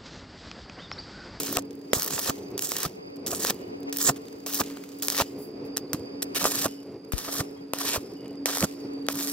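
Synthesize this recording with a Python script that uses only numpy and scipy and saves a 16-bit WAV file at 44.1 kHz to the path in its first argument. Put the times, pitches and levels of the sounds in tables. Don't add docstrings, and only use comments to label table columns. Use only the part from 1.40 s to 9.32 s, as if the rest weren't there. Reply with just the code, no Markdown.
import sys
import numpy as np
from scipy import signal
from scipy.fft import rfft, irfft
from scipy.io import wavfile
from scipy.ndimage import uniform_filter1d

SR = 44100
rng = np.random.default_rng(int(sys.argv[2]) if len(sys.argv) > 2 else 0)


def volts_from_decibels(level):
    exponent = np.asarray(level, float) / 20
    return 10 ** exponent


def digitize_waveform(pressure):
    field = np.atleast_2d(pressure).T
    bounded = np.clip(field, -1, 1)
    quanta = np.round(bounded * 32767).astype(np.int16)
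    wavfile.write(sys.argv[1], SR, quanta)


N = 349272
T = np.arange(N) / SR
HZ = np.fft.rfftfreq(N, 1 / SR)
DIRECT = np.array([[1], [0]])
SIDE = np.array([[1], [-1]])


def unit(x):
    return x / np.sqrt(np.mean(x ** 2))


def colour(x, points):
    hz, db = np.transpose(points)
    grid_hz = np.fft.rfftfreq(2048, 1 / SR) + 1
    log_gain = np.log(volts_from_decibels(np.interp(np.log(grid_hz), np.log(hz), db)))
    cepstrum = irfft(log_gain)
    cepstrum[1:1024] *= 2
    cepstrum[1025:] = 0
    kernel = irfft(np.exp(rfft(cepstrum)), 2048)
    kernel = kernel / np.sqrt(np.sum(kernel ** 2))
    return irfft(rfft(x) * rfft(kernel, N), N)


def band(x, hz, width_hz):
    b, a = signal.iirpeak(hz, hz / width_hz, SR)
    return signal.lfilter(b, a, x) * np.sqrt(SR / (np.pi * width_hz))


def narrow(hz, width_hz):
    slow = rng.standard_normal(len(hz)) + 1j * rng.standard_normal(len(hz))
    slow = signal.lfilter(*signal.butter(2, width_hz / 2, fs=SR), slow)
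    carrier = np.exp(2j * np.pi * np.cumsum(hz) / SR)
    return unit(np.real(slow * carrier))


def walk(rate_hz):
    hold = int(SR / rate_hz)
    levels = np.repeat(rng.standard_normal(N // hold + 1), hold)
    slewed = uniform_filter1d(uniform_filter1d(levels, hold), hold)
    return unit(slewed[:N])


def impulses(s, db):
    out = np.zeros(N)
    out[(s * SR).astype(int)] = volts_from_decibels(db)
    return out


def fade(x, t60_s):
    return signal.lfilter([1], [1, -np.exp(-np.log(1000) / (t60_s * SR))], x)


def bell(s, width_s):
    out = np.zeros(N)
    near = slice(max(int((s - 4 * width_s) * SR), 0), int((s + 4 * width_s) * SR))
    out[near] = np.exp(-((T[near] - s) / width_s) ** 2)
    return out


def grainy(rate_hz, spread_db, t60_s, bed):
    hits = rng.random(N) < rate_hz / SR
    grains = hits * volts_from_decibels(spread_db * rng.exponential(size=N).clip(0, 4))
    return unit(rng.standard_normal((2, N)) * (bed + fade(grains, t60_s)))


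# frequency in Hz, density in dB per Hz.
SHOP_SPECTRUM = [(25, -45), (102, -14), (223, -9.5), (416, -4), (624, -19.5), (1150, -31), (1620, -40),
                 (2550, -35.5), (3100, -47), (5600, -46), (8500, -72), (16000, -59)]


def shop():
    shop_db = -42
    mid, side = (colour(rng.standard_normal(N), SHOP_SPECTRUM) * volts_from_decibels(2.9 * walk(4.22) + 2.5 * walk(30))
                 for _ in range(2))
    side = signal.lfilter(*signal.butter(2, 800, "high", fs=SR), side)
    return volts_from_decibels(shop_db) * (mid + volts_from_decibels(6.5) * side * SIDE)


# time in seconds, level in dB.
DRONE_LEVEL = [(0, -41.5), (.2, -40), (.75, -47), (.95, -41), (1.19, -42.5), (1.45, -60), (1.78, -40),
               (2.0, -47), (2.5, -37), (2.87, -42), (3.33, -37), (4.2, -41), (4.5, -38.5), (5.25, -37.5),
               (5.7, -47.5), (6.22, -40.5), (7.4, -37), (7.78, -33)]
# frequency in Hz, width in Hz, level in dB.
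HOUSING = [(430.4, 19.6, -0.5), (189, 6.4, -6.5), (326, 2.8, -18)]
# time in seconds, frequency in Hz.
WHINE_PITCH = [(0, 4810), (7.1, 4810), (7.65, 4650), (7.92, 4800)]
# time in seconds, level in dB.
WHINE_LEVEL = [(.3, -61.5), (1.1, -56.5), (1.7, -55.5), (2.3, -56), (2.9, -56.5), (3.45, -57), (4.1, -54.5),
               (4.7, -52), (5.5, -56.5), (6.2, -59.5), (6.9, -54), (7.5, -54)]


def welder():
    blade_hz = 280.3
    drone_db = np.interp(T, *np.transpose(DRONE_LEVEL))
    air_db = -47 + 0.45 * walk(3.3)
    noise = rng.standard_normal((3, N))
    phase = 2 * np.pi * np.cumsum(blade_hz + 0.5 * walk(3.0)) / SR
    tone = volts_from_decibels(drone_db - 0.5 + 1.64 * walk(12)) * np.sqrt(2) * np.sin(phase)
    drone = tone + volts_from_decibels(drone_db - 8.5) * band(noise[0], blade_hz, 26)
    air, air_side = (sum(volts_from_decibels(db) * band(v, hz, width_hz) for hz, width_hz, db in HOUSING)
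                     for v in noise[1:])
    hum = drone + volts_from_decibels(air_db - 1.5) * (air + volts_from_decibels(-18) * SIDE * air_side)
    whine_db = np.interp(T, *np.transpose(WHINE_LEVEL)) + 0.93 * walk(17)
    whine = volts_from_decibels(whine_db) * narrow(np.interp(T, *np.transpose(WHINE_PITCH)), 110)
    return hum * volts_from_decibels(-0.4 * SIDE) + np.array([volts_from_decibels(-3) * np.roll(whine, -3), volts_from_decibels(3) * whine])


# start in seconds, level in dB, first half turn in seconds, length in seconds.
DRAUGHT_PUFFS = [
    (5.735, -10.5, 0.0022, 0.013),
]


def draught():
    out = np.zeros(N)
    for s, db, turn_s, length_s in DRAUGHT_PUFFS:
        t = (T - s).clip(0)
        swing = np.cos(np.pi * (t / turn_s) ** 0.56)
        out += volts_from_decibels(db) * (t > 0) * swing * np.exp(-t / length_s)
    return np.array([out, volts_from_decibels(-37) * out])


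# sizzle in dB at tear-off, sizzle in dB at the next strike.
POOL_LEVELS = [(-85, -62), (-42, -70.5), (-43, -91), (-44.5, -81), (-56, -62), (-45, -58.5), (-42, -85),
               (-75, -68), (-47, -83), (-71, -61), (-43, -85), (-45, -79), (-44, -88), (-44.5, -76)]
# frequency in Hz, density in dB per Hz.
SIZZLE_SPECTRUM = [(1470, -4), (2500, 2), (3650, 0.5), (7150, 2.5), (9570, -4), (13700, -2.5),
                   (15900, -5.5), (16500, -16)]


def pool():
    sizzle_db = np.full(N, -120.0)
    for dab, after, (hot_db, cool_db) in zip(DABS, DABS[1:], POOL_LEVELS):
        tear, strike = dab[1], after[0]
        age = ((T - tear) / (strike - tear)).clip(0, 1)
        cooled = age ** 0.66
        sizzle_db = np.where(T >= tear, hot_db + (cool_db - hot_db) * cooled, sizzle_db)
    level = volts_from_decibels(sizzle_db + 0.63 * walk(25.07) + 2.0)
    return level * colour(grainy(170, 4.8, 0.016, 1.9), SIZZLE_SPECTRUM)


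# start in seconds, length in seconds, frequency in Hz, width in Hz, level in dB.
SLAG_NOTES = [(3.982, 0.12, 11800, 7000, -43.5), (4.247, 0.042, 11000, 12000, -48),
              (2.759, 0.024, 6100, 13000, -36), (6.158, .03, 1010, 300, -50), (3.27, .2, 1600, 2000, -50),
              (1.48, .11, 5600, 1000, -55), (5.68, .04, 9000, 12000, -55), (6.16, .04, 2100, 200, -59),
              (3.36, .04, 2250, 200, -53), (6.81, .1, 2300, 900, -58), (7.37, .05, 1700, 1200, -56),
              (.513, .014, 5250, 400, -40), (.92, .23, 6100, 180, -54), (3.85, .1, 5080, 200, -50),
              (5.265, .2, 5300, 350, -51), (6.022, .17, 5340, 300, -51), (6.585, 0.21, 5330, 400, -50),
              (7.276, 0.28, 5430, 350, -53)]
# start in seconds, length in seconds, frequency in Hz, level in dB.
STEEL_NOTES = [
    (2.141, .27, 2940, -59),
    (3.857, .057, 3000, -53),
    (5.29, .2, 2965, -55),
    (6.158, .062, 3270, -58),
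    (6.757, .22, 2940, -56),
]
# start in seconds, level in dB, start in Hz, share by which the pitch sinks.
SQUEAK_NOTES = [
    (4.46, -55, 4640, .17),
    (4.745, -56, 4150, -.12),
    (6.73, -56, 4640, .17),
    (7.43, -53, 4640, .17),
]


def singing():
    slag_sag, steel_width_hz, squeak_s, squeak_width_hz = 0.014, 90, 0.032, 130
    notes = [(*row, slag_sag) for row in SLAG_NOTES]
    notes += [(s, length_s, hz, steel_width_hz, db, 0) for s, length_s, hz, db in STEEL_NOTES]
    notes += [(s, squeak_s, hz, squeak_width_hz, db, sag) for s, db, hz, sag in SQUEAK_NOTES]
    out, flutter = np.zeros(N + SR), walk(37)
    for s, length_s, hz, width_hz, db, sag in notes:
        start = int(s * SR)
        age = (np.linspace(0, 1, SR // 3) / 3 / length_s).clip(0, 1)
        note = narrow(hz * (1 - sag * age), width_hz)
        swell = np.sin(np.pi * age ** 0.4).clip(0) ** 0.7
        level = volts_from_decibels(db - 4.5 + 1.5 * np.roll(flutter, -start)[:len(age)])
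        out[start:][:len(age)] += level * note * swell
    return out[:N]


# centre in seconds, width in seconds, level in dB.
GAS_PUFFS = [(0.173, 0.0048, -26.5), (0.539, 0.0049, -28), (0.571, 0.0084, -22.5), (0.741, 0.057, -36),
             (0.898, 0.02, -24.5), (1.463, 0.014, -25), (1.938, 0.035, -37), (2.104, 0.016, -29),
             (2.702, 0.034, -24), (3.214, 0.018, -25), (3.82, 0.0095, -24), (4.544, 0.013, -22.5),
             (4.604, 0.031, -35), (5.044, 0.07, -34), (5.264, 0.031, -27.5), (5.743, 0.014, -43),
             (6.008, 0.021, -22), (6.578, 0.032, -41), (7.237, 0.03, -17), (7.746, 0.057, -37)]


def puffs():
    rumble = band(band(rng.standard_normal(N), 143, 133), 203, 285)
    out = np.zeros(N)
    for s, width_s, db in GAS_PUFFS:
        swell = np.exp(-2 * ((T - s) / (0.63 * width_s)) ** 2)
        flap = swell * rumble
        out += volts_from_decibels(db - 2.0) * flap / np.sqrt(np.sum(flap ** 2) / np.sum(swell ** 2))
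    return out


# centre in seconds, level in dB.
GAS_THUMPS = [
    (.904, -40),
    (1.463, -35),
    (2.702, -35),
    (3.821, -28),
    (6.58, -28),
    (7.251, -47),
]


def thumps():
    thump_hz, width_s = 85, 0.0062
    return sum(-volts_from_decibels(db) * bell(s, width_s) * np.sin(2 * np.pi * thump_hz * (T - s))
               for s, db in GAS_THUMPS)


# start in seconds, peak in dB.
BRIGHT_SPARKS = [(0.0024, -16), (0.033, -20), (0.0504, -22), (0.1264, -15.5), (0.2528, -47), (0.3531, -41),
                 (0.391, -49), (0.5831, -23), (0.63, -14), (0.6452, -15.5), (0.6624, -19), (0.677, -17),
                 (0.7048, -28), (1.1049, -43), (1.2144, -30), (1.2218, -15), (1.2446, -29), (1.291, -19),
                 (1.3184, -23), (1.3837, -18), (1.431, -14), (1.6641, -56), (1.702, -53), (1.76, -41),
                 (1.7968, -53), (2.144, -33), (2.2794, -47), (2.404, -43), (2.5697, -12), (2.585, -17),
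                 (2.6269, -12), (2.64, -13), (2.9841, -46), (3.1442, -12), (3.5423, -46), (3.587, -34),
                 (3.6711, -20), (3.9205, -46), (3.9304, -51), (4.1144, -52), (5.0414, -29), (5.055, -24),
                 (5.1176, -23), (5.1554, -18), (5.7212, -18), (5.929, -21), (5.9404, -20), (5.9554, -20),
                 (6.1115, -47), (6.3866, -27), (6.4037, -21.5), (6.451, -21), (6.6283, -48), (6.7834, -53),
                 (7.1137, -24), (7.6261, -48.5), (7.723, -20), (7.7543, -22), (7.872, -24)]
# start in seconds, peak in dB.
DULL_KNOCKS = [(0.0044, -26.5), (0.081, -25.5), (0.188, -32), (0.676, -29), (0.7256, -30), (0.762, -32),
               (0.7797, -23.5), (0.837, -35), (1.357, -27.5), (1.906, -29), (2.692, -17), (2.763, -39),
               (2.776, -46), (3.1033, -32), (3.214, -15.5), (3.3004, -34), (3.309, -36), (3.3707, -51),
               (3.3705, -32.5), (3.4382, -33), (3.7, -35), (3.7473, -22.5), (5.042, -22), (5.721, -26.5),
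               (5.8483, -27.5), (5.886, -24), (6.0042, -20), (6.3426, -37), (6.4123, -38), (6.4474, -31),
               (6.8582, -38.5), (7.1335, -24), (7.793, -28), (7.81, -32), (7.8975, -34)]


def sparks():
    spit = impulses(*np.transpose(BRIGHT_SPARKS))
    knock = impulses(*np.transpose(DULL_KNOCKS))
    spray = uniform_filter1d(fade(spit, 0.0097) + volts_from_decibels(-8) * fade(spit, 0.03), size=24)
    thin = rng.standard_normal((2, N)) * spray + 3.5 * spit * DIRECT
    dull = rng.standard_normal((2, N)) * fade(knock, 0.014) + volts_from_decibels(4) * knock * DIRECT
    treble = signal.butter(2, 8500, "high", fs=SR, output="sos")
    return volts_from_decibels(-1.5) * signal.sosfilt(treble, thin) + volts_from_decibels(-2) * band(dull, 1350, 1200)


# peak in dB, body over crack in dB.
ROD_STRIKES = [(-36, -1), (-12, 14), (-26, -32), (-24.5, -6), (-19, -8), (-28, 5), (-29, 0), (-45, -10),
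               (-18, 4), (-32, -26), (-40, -8), (-26, -10), (-16, 9), (-10, 3), (-23.5, 19)]
# start in seconds, peak in dB, body over crack in dB.
SHORT_CIRCUITS = [(0.0333, -25, -1), (0.0685, -31, -3), (0.1277, -27, 5), (0.1702, -20.5, 14.5),
                  (0.735, -26, 3), (0.7942, -20, -11), (0.8977, -18, 7.5), (1.1931, -17, -6),
                  (1.3189, -15.5, 0.5), (1.386, -28, -10), (1.917, -18.5, -5.5), (1.949, -20, -23),
                  (2.0492, -13, 1), (2.106, -16.5, 11.5), (2.563, -23, -2), (2.6403, -35, -10),
                  (3.203, -18, -11), (3.684, -6.5, -7.5), (3.7014, -9.5, -23), (3.8205, -26, 15),
                  (4.3709, -9, -3.5), (5.118, -18, -5), (5.9297, -23.5, -3), (6.387, -22, -4),
                  (7.1566, -21.5, 0), (7.1717, -18, 1), (7.184, -17, -4), (7.2068, -13.5, -12),
                  (7.2261, -25, 18), (7.241, -22, -16)]
# start in seconds, peak in dB.
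SMALL_SPITS = [(.5974, -17), (0.6214, -14.5), (0.6455, -23), (0.681, -20), (.7062, -25), (1.223, -18),
               (1.272, -25), (1.3106, -25), (1.3665, -18.5), (1.87, -23), (1.879, -23), (2.07, -14),
               (2.57, -24), (2.5867, -29), (3.137, -20), (3.1452, -23), (3.6332, -19), (3.6497, -22),
               (3.7232, -18), (4.379, -18), (4.8217, -20), (4.8292, -16), (5.0429, -10), (5.111, -21),
               (5.156, -22), (5.781, -19), (6.4913, -30), (7.809, -23.5), (7.8736, -19), (7.88, -19),
               (1.432, -16.5), (0.7092, -25), (.8395, -36), (5.789, -22),
               (0.0002, -32), (0.0076, -29), (0.0337, -25), (0.0706, -24), (0.1707, -10.5), (0.534, -31),
            (0.6306, -27), (0.6487, -31), (0.6627, -28), (0.7072, -26), (0.7095, -27), (0.7361, -24),
            (0.7388, -25), (1.1791, -23), (1.2961, -29), (1.3675, -16), (1.3713, -27), (1.8714, -24),
            (1.8813, -27), (2.0452, -19), (2.5305, -23), (2.5865, -24), (2.6833, -16), (3.065, -23),
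            (3.1168, -33), (3.1485, -24), (3.154, -22), (3.632, -26), (3.779, -15), (3.7862, -14),
            (4.96, -23), (4.9712, -25), (4.9827, -25), (5.048, -24), (5.056, -23), (5.151, -23),
            (5.1634, -23), (5.2623, -18), (5.7817, -27), (5.9448, -27), (6.4902, -17), (6.5172, -27),
            (6.534, -19), (6.558, -27), (7.1149, -32), (7.1509, -20), (7.172, -21), (7.236, -24),
            (7.2466, -21), (7.7003, -32), (7.7554, -24), (7.789, -23), (7.8063, -33), (7.8476, -24),
            (7.8853, -25), (7.8985, -19.5)]


def droplets():
    strikes = [(dab[0], *row) for dab, row in zip(DABS, ROD_STRIKES)]
    small = [(s, db, -8.5) for s, db in SMALL_SPITS]
    return np.transpose(strikes + SHORT_CIRCUITS + small)


def mottle(x, low_db, high_db):
    low = signal.lfilter(*signal.butter(1, 7000, fs=SR), x)
    return volts_from_decibels(low_db) * low + volts_from_decibels(high_db) * (x - low)


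# frequency in Hz, density in dB per Hz.
HISS_SPECTRUM = [(590, -17), (1000, -6.5), (1610, -6), (1820, 1), (2090, -13), (2280, -4), (2620, -6),
                 (2980, -4.5), (5250, 0.5), (8550, -2), (9720, -8), (12100, -3), (15300, -6)]
# start in seconds, peak in dB.
SLAG_TICKS = [(.222, -34), (.308, -35), (2.431, -34.5), (2.8834, -32.5), (3.372, -35), (3.4375, -33),
              (3.5984, -31), (7.666, -26), (0.33, -40), (0.4145, -40), (1.115, -40), (1.767, -35.5),
              (2.495, -33), (2.927, -33), (3.003, -36), (3.3, -31), (3.49, -33), (5.6478, -40),
              (6.7054, -49), (6.7196, -43), (6.736, -41), (6.771, -45), (6.808, -42), (6.8453, -45),
              (6.8628, -49), (6.8802, -37), (6.9082, -42), (6.9287, -44), (6.9551, -43), (7.5352, -41)]


def snaps():
    s, db, body_db = droplets()
    crack, body = impulses(s, db), impulses(s, db + body_db)
    tick = impulses(*np.transpose(SLAG_TICKS))
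    shock = 9 * (crack - 0.55 * np.roll(crack, 2)) * DIRECT
    crack_spray = volts_from_decibels(-13) * fade(crack, 0.0018) + volts_from_decibels(-15.5) * fade(crack, 0.018)
    spray = uniform_filter1d(crack_spray + volts_from_decibels(-1.5) * fade(tick, 0.016), size=12)
    high = colour(shock + rng.standard_normal((2, N)) * spray, HISS_SPECTRUM)
    low = rng.standard_normal((2, N)) * volts_from_decibels(0.5) * fade(body, 0.0064) + volts_from_decibels(7.5) * body * DIRECT
    knock = band(low, 1200, 2000) + volts_from_decibels(-5.5) * band(low, 530, 370)
    return volts_from_decibels(-4) * mottle(high, 1 + walk(70), walk(70) - 3) + volts_from_decibels(-6.5) * knock


# strike in seconds, tear-off in seconds, hiss in dB once struck,
# hiss in dB before tearing off, roar in dB at tear-off.
DABS = [(0, 0.182, -35, -31.5, -32), (0.5328, 0.899, -22, -28, -21), (1.1785, 1.456, -37, -29, -25.5),
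        (1.864, 2.103, -33.5, -29.5, -22.5), (2.5266, 2.695, -44, -26, -22.5),
        (3.0628, 3.211, -34, -30.5, -24), (3.623, 3.814, -32, -27, -17.5), (4.365, 4.393, -38, -48, -50),
        (4.5322, 4.545, -52, -39.5, -29.5), (4.824, 4.826, -43, -36.5, -52),
        (4.947, 5.258, -22.5, -29.5, -19.5), (5.725, 6.009, -36.5, -32.5, -24.5),
        (6.3353, 6.564, -37, -28.5, -24.5), (7.058, 7.244, -28.5, -31.5, -16),
        (7.686, 7.965, -32, -34, -39)]
# centre in seconds, width in seconds, hiss change in dB.
HAND_WAVERS = [(0.177, 0.005, -37), (.66, 0.15, -8), (0.692, 0.007, -6), (.794, 0.0098, 2.5),
               (1.206, 0.016, -7.5), (1.246, 0.0084, 2.5), (1.898, 0.011, -9.5), (1.94, 0.035, -3),
               (1.985, 0.0074, -10), (2.541, 0.0097, 4), (2.615, 0.016, 8), (3.678, 0.024, -6.5),
               (3.735, 0.015, -1), (4.947, 0.0047, -10), (4.989, 0.0055, -8), (5.039, 0.0052, -8),
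               (5.061, 0.017, 7.5), (5.925, 0.0037, 2), (6.545, 0.024, 1), (2.6, .006, -2),
               (0.859, 0.0091, -3.5), (1.45, 0.009, -0.5), (5.102, 0.072, -2.5), (5.178, 0.0086, 3.5),
               (5.757, 0.014, -6), (5.785, 0.012, 3.5), (5.906, 0.011, -4.5), (5.94, 0.049, 2.5),
               (6.409, 0.015, 3.5), (6.435, 0.013, -4.5), (6.458, 0.047, 6), (7.174, 0.0053, 4.5),
               (7.736, 0.0042, -10), (7.75, 0.0078, -5), (7.774, 0.013, -5), (7.795, 0.057, 6)]


def burning():
    flash_db, flash_s = 5.5, 0.0061
    stretch_db, stretch_s = 7.5, 0.046
    swell_db_per_s, hiss_quench_db_per_s, roar_quench_db_per_s = 485, 1120, 1302
    hiss_db, roar_db = np.full((2, N), -120.0)
    waver_db = sum(db * bell(s, width_s) for s, width_s, db in HAND_WAVERS)
    for strike, tear, early_db, late_db, tear_db in DABS:
        since, left = T - strike, tear - T
        build = (since / (tear - strike)).clip(0, 1)
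        steady = early_db + (late_db - early_db) * build + waver_db
        flash = flash_db * np.exp(-since.clip(0) / flash_s)
        stretch = stretch_db * np.exp(-left.clip(0) / stretch_s)
        roar = np.maximum(steady - 11.5, tear_db - swell_db_per_s * left.clip(0))
        overrun = left.clip(None, 0)
        hiss = steady + flash + stretch + hiss_quench_db_per_s * overrun
        hiss_db = np.where(since >= 0, hiss, hiss_db)
        roar_db = np.where(since >= 0, roar + roar_quench_db_per_s * overrun, roar_db)
    return hiss_db.clip(-120), roar_db.clip(-120)


# treble over middle in dB once struck, before tearing off.
DAB_SHEEN = [(2, -1.5), (2.5, -0.5), (8, -1), (6.5, -1.5), (6, -0.68), (7, 3.3), (5.5, -1.7), (-3, -0.36),
             (22, -1.5), (13, 9), (0, 1.8), (-1.5, -0.7), (-2, -0.5), (-2, -0.5), (-0.5, 5)]


def sheen():
    s = [t for dab in DABS for t in dab[:2]]
    return np.interp(T, s, np.ravel(DAB_SHEEN))


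# frequency in Hz, width in Hz, swing in dB.
COLOUR_DIPS = [(2600, 1000, 4), (7400, 1200, 5), (9600, 1200, 4)]


def dance(x):
    for hz, width_hz, db in COLOUR_DIPS:
        change = volts_from_decibels(db * walk(18) - db / 2) - 1
        x = x + change * signal.lfilter(*signal.iirpeak(hz, hz / width_hz, SR), x)
    return x


# frequency in Hz, density in dB per Hz.
ROAR_SPECTRUM = [(150, -15.5), (250, -6.5), (679, 1), (834, -7), (1190, -1), (1860, -16), (2100, -24),
                 (2600, -16), (3380, -27), (5720, -120)]
# centre in seconds, width in seconds, roar in dB.
GAS_FLARES = [(.56, .015, -31), (0.186, 0.0024, -25), (.74, .04, -73), (2.095, 0.013, -47),
              (2.69, 0.015, -22.5), (.172, 0.0056, -24), (3.211, 0.013, -24), (4.375, 0.0055, -59),
              (7.69, 0.0051, -36), (1.369, 0.019, -65), (1.937, 0.0069, -26.5), (3.075, 0.025, -44),
              (4.534, 0.011, -39), (4.821, 0.0041, -28), (4.95, 0.015, -42), (5.015, 0.012, -32),
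              (5.057, 0.021, -26), (5.785, 0.029, -48), (5.884, 0.017, -36.5), (6.36, 0.3, -48),
              (7.075, 0.049, -37), (7.705, 0.0063, -36)]


def arc():
    hiss_db, roar_db = burning()
    flares = sum(volts_from_decibels(db) * bell(s, width_s) for s, width_s, db in GAS_FLARES)
    gas = volts_from_decibels(roar_db) + (hiss_db > -70) * flares
    spit = grainy(500, 1.6, 0.0025, 0.9) + volts_from_decibels(-19) * grainy(90, 1.5, 0.0012, 0)
    plasma = dance(colour(spit, HISS_SPECTRUM))
    hiss = mottle(plasma, 1.6 * walk(50) - sheen(), 1.6 * walk(50) + sheen())
    roar = colour(grainy(200, 3.6, 0.0065, 0.58), ROAR_SPECTRUM)
    return hiss * volts_from_decibels(hiss_db - 2.0 + 1.55 * walk(120)) + roar * gas * volts_from_decibels(-3.5 + 2.9 * walk(80))


# frequency in Hz, left lead in radians before,
# after, left minus right in dB before, after.
PORT_POSES = [(0, 0, 0, -1, -1), (1300, .4, .4, -2.5, -2.5), (2300, 1.7, 1.3, 3.5, 0),
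              (3000, .3, 1.1, 1, 1), (4800, 1.6, 2.2, 2, 2), (5400, 1.2, 1.7, -4, -2),
              (6500, 2, 2.9, -5, -3), (7800, 3.2, 2.7, -8, -3), (8800, 3.4, 2.2, -6, -10),
              (9700, 3.8, 5.6, 0, 1), (11200, 5, 5.6, 4, 0), (12500, 4.4, 6, 5, 3), (13300, 3.9, 4.1, 1, 1),
              (13900, 6.3, 5.8, 5, -2), (14700, 5.8, 3.2, 1, -3), (16600, 5.6, 3, 2, 0)]
TIP_S = (3.9, 4.9)


def ports(direct, scattered):
    scattered = volts_from_decibels(-6) * signal.lfilter(*signal.butter(1, 1700, "high", fs=SR), scattered)
    left, right = rfft(direct + scattered), rfft(direct - scattered)
    hz, *pose = np.transpose(PORT_POSES)
    views = []
    for k in range(2):
        lead, difference_db = np.interp(HZ, hz, pose[k]), np.interp(HZ, hz, pose[k + 2])
        half = volts_from_decibels(difference_db / 2) * np.exp(0.5j * lead)
        views.append(np.array([irfft(left * half, N), irfft(right / half, N)]))
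    before, after = views
    return before + np.interp(T, TIP_S, [0, 1]) * (after - before)


def walls(x, t60_s, db):
    t = T[:SR // 4]
    tails = rng.standard_normal((2, len(t))) * np.exp(-np.log(1000) * t / t60_s)
    tails /= np.sqrt(np.sum(tails ** 2, axis=1, keepdims=True))
    return volts_from_decibels(db) * signal.fftconvolve(x[None], tails, axes=1)[:, :N]


def scene():
    background = shop() + welder() + draught()
    direct, scattered = pool() + sparks() + snaps() + arc()
    near = direct + singing() + puffs() + thumps()
    return ports(near, scattered) + walls(direct, 0.065, -22) + background


def low_pass(x):
    return signal.sosfilt(signal.butter(12, 17030, fs=SR, output="sos"), x)


def record(dry):
    rounded = 0.75 * np.tanh(dry / 0.97)
    top = signal.ellip(10, 0.2, 75, 15750, fs=SR, output="sos")
    mix = signal.sosfilt(top, rounded)
    return low_pass(mix)


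dry = scene()
out = record(dry)
digitize_waveform(out)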